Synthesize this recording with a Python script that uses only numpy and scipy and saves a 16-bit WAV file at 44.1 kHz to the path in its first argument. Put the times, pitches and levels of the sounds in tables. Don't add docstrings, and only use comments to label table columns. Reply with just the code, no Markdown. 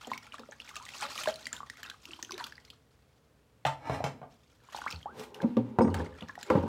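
import sys
import numpy as np
from scipy import signal
from scipy.fft import rfft, irfft
from scipy.io import wavfile
from scipy.ndimage import uniform_filter1d

SR = 44100
rng = np.random.default_rng(int(sys.argv[2]) if len(sys.argv) > 2 else 0)


def pcm_store(signal):
    levels = np.round(np.clip(np.atleast_2d(signal), -1, 1) * 32767)
    wavfile.write(sys.argv[1], SR, levels.astype(np.int16).T)


def invert_db(x):
    u = np.asarray(x, float) / 20
    return 10 ** u


N = 294577

# f/Hz, density/dB per Hz
ROOM_TONE = [(15, -61), (25, -42), (42, -19), (65, -2.5), (87, -10.5), (142, -6.5), (167, -15.5),
             (279, -15.5), (377, -22), (431, -15), (631, -22.5), (2580, -33), (16300, -46)]
ROOM_TONE_DB = -65
# t/s, level/dB
FLOW = [
    [(0, -59), (.55, -69), (.9, -57.5), (1.2, -44.5), (1.45, -62.5), (1.75, -69), (2.25, -56.5), (2.6, -72),
     (2.9, -86)],
    [(4.3, -73), (4.62, -73), (4.8, -72), (5.1, -75), (5.7, -78), (6.67, -65)],
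]
# t_peak/s, gurgle level/dB, spray level/dB, 20 dB fall/s (negative: reversed in time)
SPLASHES = [(0.138, -53, -69, 1.3), (.344, -72, -78, -1.3), (.863, -54.5, -56.5, 1.8),
            (1.03, -35, -46, .07), (1.28, -36, -44, 0.0426), (1.532, -47, -58, 0.07),
            (1.619, -47, -73, 0.02), (1.85, -44.5, -63, 0.15), (2.125, -52.5, -71, 0.13),
            (2.4, -45.5, -66, 0.23), (2.443, -61, -50.5, 0.13), (2.669, -61.5, -64.5, 0.13),
            (4.763, -42, -49, 0.21), (4.917, -45.5, -49, 0.1236), (5.42, -54, -66, 0.06),
            (5.825, -53, -53, 0.06), (5.967, -47, -63, 0.35), (6.24, -50, -66, -0.1), (6.42, -49, -60, 0.3),
            (6.52, -46, -64, 0.1)]
# f/Hz, density/dB per Hz
GURGLE = [(180, -39), (300, -19.5), (361, -0.5), (422, -7), (1180, 0), (1340, 2), (6310, -17.5),
          (9000, -19), (11700, -33), (19800, -120)]
# f/Hz, density/dB per Hz
SPRAY = [(1470, -21), (2500, 7), (5480, 1.5), (6730, -0.5), (8450, -8), (14200, -14.5), (15700, -16),
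         (16300, -33)]
# t/s, level/dB, f/Hz
MUG_AIR = [
    (2.06, -70, 336),
    (2.09, -53, 330),
    (2.14, -66, 328.3),
    (2.28, -62, 341),
    (2.35, -43, 366.4),
    (2.44, -74, 357),
]
# t/s, bubble peak level/dB, bubble f/Hz, slap level/dB
DROPS = [ (0.047, -36, 3080, -59), (0.071, -34, 710, -38.5), (0.116, -20, 986, -41),
         (0.134, -27.5, 2140, -38.5), (0.177, -35, 2180, -34.5),  (0.267, -42, 2300, -47),
         (0.322, -35, 2800, -64), (0.342, -32, 1130, -42), (0.395, -42, 1060, -42), (0.434, -40, 1280, -67),
         (0.488, -37, 573, -67), (0.512, -41.5, 6250, -68), (0.528, -38.5, 1650, -73),
         (0.601, -31.5, 2740, -45),  (0.619, -41, 3350, -60), (0.6765, -41, 2270, -60),
         (0.691, -36.5, 2060, -37), (0.712, -41, 1150, -60), (0.74, -40, 1230, -60),
         (0.756, -39, 1690, -34), (0.765, -49, 1210, -32), (0.799, -38, 1210, -55), (0.832, -41, 1150, -60),
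         (0.853, -41.5, 3550, -37), (0.865, -39, 1950, -60), (0.889, -35, 2030, -36),
         (0.937, -37, 2620, -48), (0.949, -38, 2850, -46), (0.978, -43, 4540, -47),
         (1.009, -38, 3480, -31.5), (1.031, -34.5, 1110, -45), (1.051, -26, 1180, -47),
                (1.155, -47, 2070, -35), (1.158, -34, 1180, -45), (1.178, -33, 2250, -28),
               (1.21, -35, 1200, -47), (1.235, -38, 1750, -27), (1.258, -28, 985, -34.5),
               (1.273, -22.5, 1605, -37), (1.241, -34, 3200, -36), (1.326, -38, 3040, -55),
               (1.341, -35, 4500, -42), (1.358, -37, 4010, -36), (1.456, -31.5, 4540, -37),
               (1.468, -25, 1960, -30), (1.529, -23.5, 7100, -30), (1.53, -31, 1640, -60),
               (1.565, -37, 3500, -38),  (1.604, -28, 1105, -69), (1.699, -30.5, 1826, -35.5),
                (1.771, -45, 2080, -44), (1.831, -31.5, 1670, -32.5), (1.841, -37, 3000, -50),
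               (1.878, -39, 1400, -60), (1.914, -36, 1550, -55), (1.942, -43, 1200, -60),
               (1.861, -38, 1600, -40), (1.899, -36, 1510, -34.5),
         (2.054, -35, 2710, -40), (2.134, -31.5, 2980, -56),  (2.109, -38, 2640, -55),
               (2.191, -37, 960, -54), (2.228, -36, 1780, -60), (2.294, -37, 1460, -60),
               (2.227, -27.5, 6150, -30.5), (2.248, -37, 6060, -44),  (2.308, -32, 1060, -35.5),
               (2.32, -31.5, 5870, -31), (2.342, -34, 3720, -42),  (2.379, -40, 1030, -34),
               (2.409, -30, 970, -47), (2.441, -38, 3500, -29), (2.467, -40, 1500, -36),
               (2.523, -36.5, 1650, -47), (2.555, -45.5, 4660, -59), (2.58, -38, 1910, -67),
               (2.65, -47, 4650, -42), (2.702, -44.5, 2480, -39),
         (4.687, -42.5, 1030, -74), (4.7634, -37, 780, -35.5), (4.7872, -29.5, 844, -40),
              (4.817, -35, 1080, -60), (4.841, -33, 1000, -72), (4.8796, -26, 2150, -55),
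              (4.9046, -34, 5120, -36), (4.91, -34, 2540, -34), (4.9248, -37, 4370, -34.5),
              (5.029, -40.5, 3100, -55), (4.9604, -37, 4220, -65), (5.196, -48, 2800, -40),
              (5.237, -50, 8200, -50), (5.3445, -46, 2900, -39.5), (5.4028, -33.5, 1580, -62),
              (5.4186, -38.5, 880, -41), (5.569, -50, 2200, -42), (5.9425, -46, 1500, -34),
              (6.501, -36, 2900, -38), (5.9934, -43, 964, -44),  (6.2086, -35.5, 3330, -48),
              (6.2241, -35.5, 2830, -51),  (6.2848, -41, 1720, -44.5), (6.354, -36.5, 1810, -46.5),
              (6.4118, -41, 4900, -46), (6.4292, -35.5, 1620, -33.5)]
# t/s, peak level/dB, start f/Hz, end f/Hz, length/s
BLOOPS = [(0.764, -37.5, 1221, 1215, 0.018), (0.808, -46, 928, 1214, 0.054), (1.04, -44.5, 534, 609, 0.059),
          (1.2746, -18.5, 615, 610, 0.016), (1.289, -25, 600, 653, 0.014),  (1.631, -33, 1126, 1140, 0.009),
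          (2.417, -43, 920, 920, 0.028), (4.747, -24, 846, 930, 0.0037), (4.8632, -24, 920, 1900, 0.013),
          (5.0576, -28, 720, 1000, 0.014), (5.072, -40, 1000, 1500, 0.035), (5.11, -50, 1550, 1620, .025),
          (6.2955, -34, 1730, 1670, 0.011), (6.3775, -31.5, 760, 770, 0.0063)]
# t/s, peak level/dB, start f/Hz, end f/Hz, length/s
HOLLOW_KNOCKS = [(3.6525, -15, 800, 760, .007), (3.668, -29, 900, 885, .075), (3.655, -32, 140, 135, .07),
                 (4.0045, -21, 720, 700, .005), (3.9, -37, 135, 130, .09), (4.04, -34, 140, 135, .07),
                 (4.046, -28, 780, 780, .008), (4.063, -27, 800, 760, .003), (5.444, -16, 236, 246, .03),
                 (5.485, -27, 240, 236, .05), (5.57, -30, 118, 118, .1), (5.789, -17, 520, 470, .012),
                 (5.808, -15, 480, 520, .018), (5.842, -18, 215, 205, .035), (5.86, -30, 95, 82, .16),
                 (6.505, -21, 520, 500, .03), (6.55, -23, 560, 480, .025), (6.578, -19, 300, 260, .012),
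                 (6.56, -30, 90, 85, .08), (6.293, -37, 1100, 1050, .01), (4.93, -36, 85, 80, .05),
                 (1.024, -33, 1000, 1150, .008)]
# f/Hz, level/dB, t60/s
BASIN = [(90.3, -5.5, 0.086), (112.4, -18, 0.45), (163.6, -15, 0.57), (227, 0.5, 0.34), (255.8, -3.5, 0.25),
         (363, -11, 0.16), (428, -7.5, 0.1), (507.4, -7.5, 0.2), (574, -9.5, 0.089), (669, -14, 0.07),
         (763, -17.5, 0.54), (928, -15.5, 0.32), (1200, -22.5, 0.27), (1900, -27, 0.016),
         (2690, -38, 0.059), (4650, -55, 0.14), (7700, -63.5, 0.045), (14950, -78.5, 0.025)]
# t/s, blow level/dB, tilt/dB per octave above main mode, boom level/dB, touch damping/dB per s
KNOCKS = [(.073, -42, 2, -12, 60), (0.391, -47, 3, -7, 58), (.488, -55.5, 3.5, -16, 200),
          (4.928, -55.5, 8, 19.5, 104), (5.43, -32, 3, -15.5, 300), (5.437, -23, -3, -15, 67),
          (5.5685, -9.5, -6, -19, 220), (5.787, -14, 0.7, -16, 400), (5.806, -18, 1.5, -16, 300),
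          (5.817, -19, -1.5, -15, 205), (5.847, -19.5, -1, -14, 249), (5.877, -25, 2, -2, 205),
          (5.943, -45.5, 11, 25, 208), (5.995, -35.5, 4, 19, 210), (6.221, -39, 2.5, 8, 200),
          (6.5015, -21, 4.5, -19, 298), (6.517, -23, 1.5, -10, 250), (6.552, -24, 3, 3, 300),
          (6.572, -20, -1.5, -5, 300), (6.634, -28, 1, -5, 298.5)]
# t_peak/s, level/dB, 20 dB rise/s, 20 dB fall/s, hardness/0-1
DRAG = [
    (5.209, -41.5, 0.12, 0.054, 1),
    (5.428, -38.5, 0.19, .012, 0.72),
    (5.799, -28, 0.01, 0.15, 0.1),
    (6.0, -35, 0.44, .17, 0.5),
    (6.517, -31, 0.04, 0.15, 0.9),
    (6.58, -26, 0.0869, .07, 0.45),
    (6.67, -33.5, 0.11, 0.092, 0.7),
]
# t_peak/s, level/dB, 20 dB rise/s, 20 dB fall/s, bright fizz/0-1
WIPES = [(5.2, -47, .06, .08, .8), (5.235, -49, .04, .05, .8), (5.35, -53, .004, .07, .6),
         (5.48, -57, .1, .25, .3), (5.58, -50, .01, .05, .2), (5.66, -61, .1, .3, .2),
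         (6.51, -44, .02, .08, .35), (6.57, -44, .08, .1, .2), (3.94, -58, .1, .08, .9),
         (1.035, -41, .025, .07, .4), (1.26, -48, .06, .12, .9), (1.535, -48, .006, .06, .9)]
# f/Hz, density/dB per Hz
HISS = [(300, -6), (1000, 0), (4000, -6), (8000, -14), (15500, -20), (16500, -50)]
# f/Hz, level/dB, t60/s
MUG = [(95, -14, 0.2), (259.5, -8.5, 0.18), (352, -18, 0.2), (488, -14.5, 0.15), (590, -8, 0.09),
       (723, -1.5, 0.07), (790, -2.5, 0.07), (888, -5, 0.12), (1120, -9, .13), (1195, -8, 0.17),
       (1600, -13.5, 0.1), (1880, -16, 0.25), (2250, -15.5, 0.085), (3100, -13.5, 0.052),
       (3580, -18.5, 0.054), (4530, -27, 0.15), (5150, -24, 0.09), (6150, -29, 0.1), (7400, -33.5, 0.19),
       (11300, -44.5, 0.17), (15230, -49, .08)]
# t/s, blow level/dB, tilt/dB per octave above main mode, boom level/dB, touch damping/dB per s
SET_DOWN = [
    (3.651, -26, 0.5, -6, 450),
    (3.665, -30.5, 2, -9, 68.5),
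    (3.897, -26.5, -14, -0.5, 401),
    (4.004, -31, -12, -10, 300),
    (4.0405, -35, 3.2, 3.5, 200),
    (4.062, -43, 3, -9.5, 98.5),
    (4.216, -41, -10, 1, 300),
    (4.228, -42, -6, -3, 250),
]
# t_peak/s, level/dB, 20 dB rise/s, 20 dB fall/s, hardness/0-1
SLIDE = [
    (3.9, -39, 0.1072, 0.21, 0.11),
    (3.94, -38.5, 0.09, 0.055, 0.55),
]
# f/Hz, level/dB, t60/s
CLINK = [(5082, -2, 0.13), (5800, -17, 0.42), (6630, -16, 0.29), (8500, -8.5, 0.18)]
CLINK_S = 5.817
# f/Hz, t60/s
KITCHEN = [(200, 0.53), (1000, 0.24), (4000, 0.24), (12000, 0.22)]


def evened(x):
    return x / np.sqrt(np.mean(x ** 2) + 1e-20)


def read(points, hz):
    f, value = np.transpose(points)
    return np.interp(np.log(hz + 1), np.log(f + 1), value)


def along(tables, column, rest):
    out, t = np.full(N, float(rest)), np.arange(N) / SR
    for rows in tables:
        rows = np.array(rows)
        inside = (t >= rows[0, 0]) & (t <= rows[-1, 0])
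        out[inside] = np.interp(t[inside], rows[:, 0], rows[:, column])
    return out


def add(mix, s, sound):
    part = mix[round(s * SR):][:len(sound)]
    part += sound[:len(part)]


def colour(x, points):
    return irfft(rfft(x) * invert_db(read(points, np.fft.rfftfreq(len(x), 1 / SR))), len(x))


def swells(peak_s, level, rise_s, fall_s):
    late_s = np.arange(0, N, 32)[:, None] / SR - peak_s
    shape = level * invert_db(-20 * np.maximum(late_s / fall_s, -late_s / rise_s))
    return np.repeat(np.sqrt((shape ** 2).sum(1)), 32)[:N]


def room_tone():
    return invert_db(ROOM_TONE_DB) * evened(colour(rng.standard_normal(N), ROOM_TONE))


def bubble(hz, cycles, glide):
    u = np.arange(round(5 * cycles * SR / hz)) * hz / SR / cycles
    start = 1 - np.exp(-(u * cycles) ** 2)
    return np.sin(2 * np.pi * cycles * (u + glide * u ** 2)) * np.exp(-u) * start


def patter(spectrum, low_hz, high_hz, per_s, cycles, wash):
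    pick, out = rng.random(N), np.zeros(N)
    size = invert_db(3.5 * np.minimum(rng.exponential(1, N), 4))
    pitches_hz = np.geomspace(low_hz, high_hz, num=20)
    for k, hz in enumerate(pitches_hz):
        train = size * (abs(pick * SR * len(pitches_hz) / per_s - k - 0.5) < 0.5)
        grain = bubble(hz, cycles * rng.uniform(0.46, 2.405), rng.uniform(0, 0.04))
        grain = grain / np.linalg.norm(grain) * np.sqrt(hz) * invert_db(read(spectrum, hz))
        out += signal.oaconvolve(train, grain)[:N]
    fine = evened(colour(rng.standard_normal(N), spectrum))
    return evened(evened(out) + wash * fine)


def spurts():
    bursts = invert_db(7.9 * rng.exponential(1, N)) * (rng.random(N) < 70 / SR)
    bursts = signal.lfilter([1], [1, -np.exp(-1 / (0.008 * SR))], bursts)
    return evened(1.5 + np.minimum(bursts, 5))


def trickle():
    peak_s, gurgle_db, spray_db, fall_s = np.transpose(SPLASHES)
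    flow, rise_s = invert_db(along(FLOW, 1, -120)), 0.48 * fall_s
    gurgle_level = np.hypot(invert_db(-1) * flow, swells(peak_s, invert_db(gurgle_db), rise_s, fall_s))
    spray_level = np.hypot(flow, swells(peak_s, invert_db(spray_db), rise_s, fall_s))
    gurgle = invert_db(-2.5) * gurgle_level * patter(GURGLE, 599.6, 5030, per_s=380, cycles=6.1, wash=0.56)
    spray = invert_db(-1.5) * spray_level * patter(SPRAY, 3008, 13730, per_s=1500, cycles=7.0, wash=0.71)
    return spurts() * (gurgle + spray)


def patchy(x):
    bands = evened(uniform_filter1d(rng.standard_normal(len(x) // 2 + 1), size=30))
    return evened(irfft(rfft(x) * invert_db(4.5 * bands), len(x)))


def drops():
    bubbles, slaps, t = np.zeros(N), np.zeros(N), np.arange(600) / SR
    for s, db, hz, slap_db in DROPS:
        cycles = 4.07 * (hz / 2000) ** 0.58 * rng.uniform(0.85, 1.17)
        add(bubbles, s, invert_db(db + 3.0) * bubble(hz, cycles, 0.01))
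        add(slaps, s, invert_db(slap_db - 1.5) * patchy(rng.standard_normal(600)) * np.exp(-t / 0.0037))
    highpass = signal.butter(1, 2500, "high", fs=SR, output="sos")
    return bubbles + signal.sosfilt(highpass, colour(slaps, SPRAY) * invert_db(1))


def cavities():
    out = np.zeros(N)
    for s, db, start_hz, end_hz, length_s in [*BLOOPS, *HOLLOW_KNOCKS]:
        u = np.arange(0, 1.3, 1 / (length_s * SR))
        turns = np.cumsum(start_hz + (end_hz - start_hz) * u) / SR
        fade = np.exp(-1.4 * u) * np.minimum(turns / 0.73, 1) * np.clip((1.3 - u) / 0.19, 0, 1)
        add(out, s, invert_db(db) * np.sin(2 * np.pi * turns) * fade)
    return out


def ring(modes, crowd_db, count):
    hz, db, t60_s = np.transpose(modes)
    crowd_hz = hz[4] + (hz[-1] - hz[4]) * rng.random(count) ** 1.8
    weak_db = read(list(zip(hz, db)), crowd_db * 0 + crowd_hz) + crowd_db + 2.5 * rng.standard_normal(count)
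    weak_t60_s = read(list(zip(hz, t60_s)), crowd_hz) * rng.uniform(0.11, 0.76, count)
    hz, db, t60_s = np.append(hz, crowd_hz), np.append(db, weak_db), np.append(t60_s, weak_t60_s)
    t = np.arange(SR // 3, dtype=np.float32) / SR
    decay = float(np.log(1000)) / np.maximum(t60_s, 0.02)[:, None].astype(np.float32)
    sines = np.sin(2 * np.pi * hz[:, None].astype(np.float32) * t)
    return hz, invert_db(db)[:, None].astype(np.float32) * np.exp(-decay * t) * sines


def strikes(hz, rings, main_count, octave, boom_hz, blows, contact_s):
    out, t = np.zeros(N), np.arange(rings.shape[1]) / SR
    for s, blow_db, tilt_db, boom_db, damp_db_per_s in blows:
        u = np.arange(1024) / (max(contact_s, 0.0005) * SR)
        rattle = (1 - np.exp(-3.0 * u)) * np.exp(-u) * rng.standard_normal(1024)
        rattle[0] = 0.7 * np.linalg.norm(rattle)
        drive = np.interp(hz, np.fft.rfftfreq(8192, 1 / SR), abs(rfft(rattle, 8192)))
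        even = 1 / (drive + 0.3 * np.linalg.norm(rattle))
        spot = invert_db(0.67 * rng.standard_normal(len(hz))) * rng.choice([-1, 1], len(hz))
        spot[:main_count:2] = abs(spot[:main_count:2])
        spot[1:main_count:2] = -abs(spot[1:main_count:2])
        lean = invert_db(np.where(hz > boom_hz, tilt_db * np.maximum(octave, 0), boom_db))
        answer = (spot * lean * even).astype(np.float32) @ rings * invert_db(-abs(damp_db_per_s) * t)
        add(out, s, invert_db(blow_db) * signal.fftconvolve(answer, rattle))
    return out


def rubbing(rings, octave, rubs, slips_per_s, hard_db, drumming):
    out, t = np.zeros(N), np.arange(rings.shape[1]) / SR
    slips = evened(rng.standard_normal(N) * (rng.random(N) < slips_per_s / SR))
    peak_s, db, rise_s, fall_s, hardness = np.transpose(rubs)
    soft = swells(peak_s, invert_db(db) * np.clip(1 - hardness, 0, 1), rise_s, fall_s)
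    hard = swells(peak_s, invert_db(db) * np.clip(hardness, 0, 1), rise_s, fall_s)
    for push, tilt_db in ((soft * slips + drumming, -1.5), (hard * slips, hard_db)):
        signs = rng.choice([-1, 1], len(octave))
        answer = (signs * invert_db(tilt_db * octave)).astype(np.float32) @ rings
        answer = answer * invert_db(-420 * t)
        out += signal.fftconvolve(push, answer / np.linalg.norm(answer))[:N]
    return out


def body(modes, main_hz, boom_hz, blows, contact_s, rubs, slips_per_s, crowd_db, hard_db, drumming):
    hz, rings = ring(modes, crowd_db, count=600)
    octave = np.log2(hz / main_hz)
    struck = strikes(hz, rings, len(modes), octave, boom_hz, blows, contact_s)
    return struck + rubbing(rings, octave, rubs, slips_per_s, hard_db, drumming)


def near_basin(water):
    drumming = invert_db(3) * np.diff(abs(water), prepend=0)
    return body(BASIN, 204, 190, KNOCKS, 0.004, DRAG, 3000, crowd_db=-10.5, hard_db=3.5, drumming=drumming)


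def wipes():
    peak_s, db, rise_s, fall_s, fizz = np.transpose(WIPES)
    hiss = evened(colour(rng.standard_normal(N), HISS))
    dull = signal.sosfiltfilt(signal.butter(2, 3200, fs=SR, output="sos"), hiss)
    level = swells(peak_s, invert_db(db), abs(rise_s), abs(fall_s))
    bright = swells(peak_s, invert_db(db) * np.clip(fizz, 0, 1), abs(rise_s), abs(fall_s))
    return level * dull + bright * (hiss - dull)


def mug_hum():
    turn = np.exp(2j * np.pi * np.cumsum(along([MUG_AIR], 2, 350)) / SR)
    noise = rng.standard_normal(N) + 1j * rng.standard_normal(N)
    slow = signal.lfilter([1], [1, -np.exp(-np.pi * 45 / SR)], noise) / 100
    slow = uniform_filter1d(slow.real, size=300) + 1j * uniform_filter1d(slow.imag, size=300)
    return invert_db(along([MUG_AIR], 1, -120)) * evened((turn * slow).real)


def far_mug():
    return body(MUG, 643, 420, SET_DOWN, 0.002, SLIDE, 1300, crowd_db=-7, hard_db=4.5, drumming=0)


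def clink():
    out, t = np.zeros(N), np.arange(SR // 5) / SR
    for hz, db, t60_s in CLINK:
        add(out, CLINK_S, invert_db(db - 44.0 - 60 * t / min(t60_s, 0.3)) * np.sin(2 * np.pi * hz * t))
    return out


def kitchen(x):
    taps = np.zeros(SR // 2)
    at = np.arange(120, len(taps) - 20, 20)
    taps[at + rng.integers(0, 20, len(at))] = rng.choice([-1.0, 1.0], len(at))
    hz, t, z = signal.stft(taps, SR, nperseg=256)
    fade = invert_db(-60 * t / read(KITCHEN, hz)[:, None])
    tail = signal.istft(z * fade, SR, nperseg=256)[1]
    return signal.fftconvolve(x, tail / np.linalg.norm(tail))[:N]


def scene():
    air = room_tone()
    water = trickle() + drops() + cavities() + mug_hum()
    near = water + near_basin(water) + wipes() + clink()
    far = far_mug()
    heard = near + far + kitchen(invert_db(-11.5) * near + invert_db(-1.5) * far)
    heard = signal.sosfilt(signal.butter(6, 66, "high", fs=SR, output="sos"), heard)
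    return (heard + air)[None]


def low_pass(x):
    return signal.sosfilt(signal.butter(12, 16390, fs=SR, output="sos"), x)


def record(dry):
    return low_pass(dry)


dry = scene()
out = record(dry)
pcm_store(out)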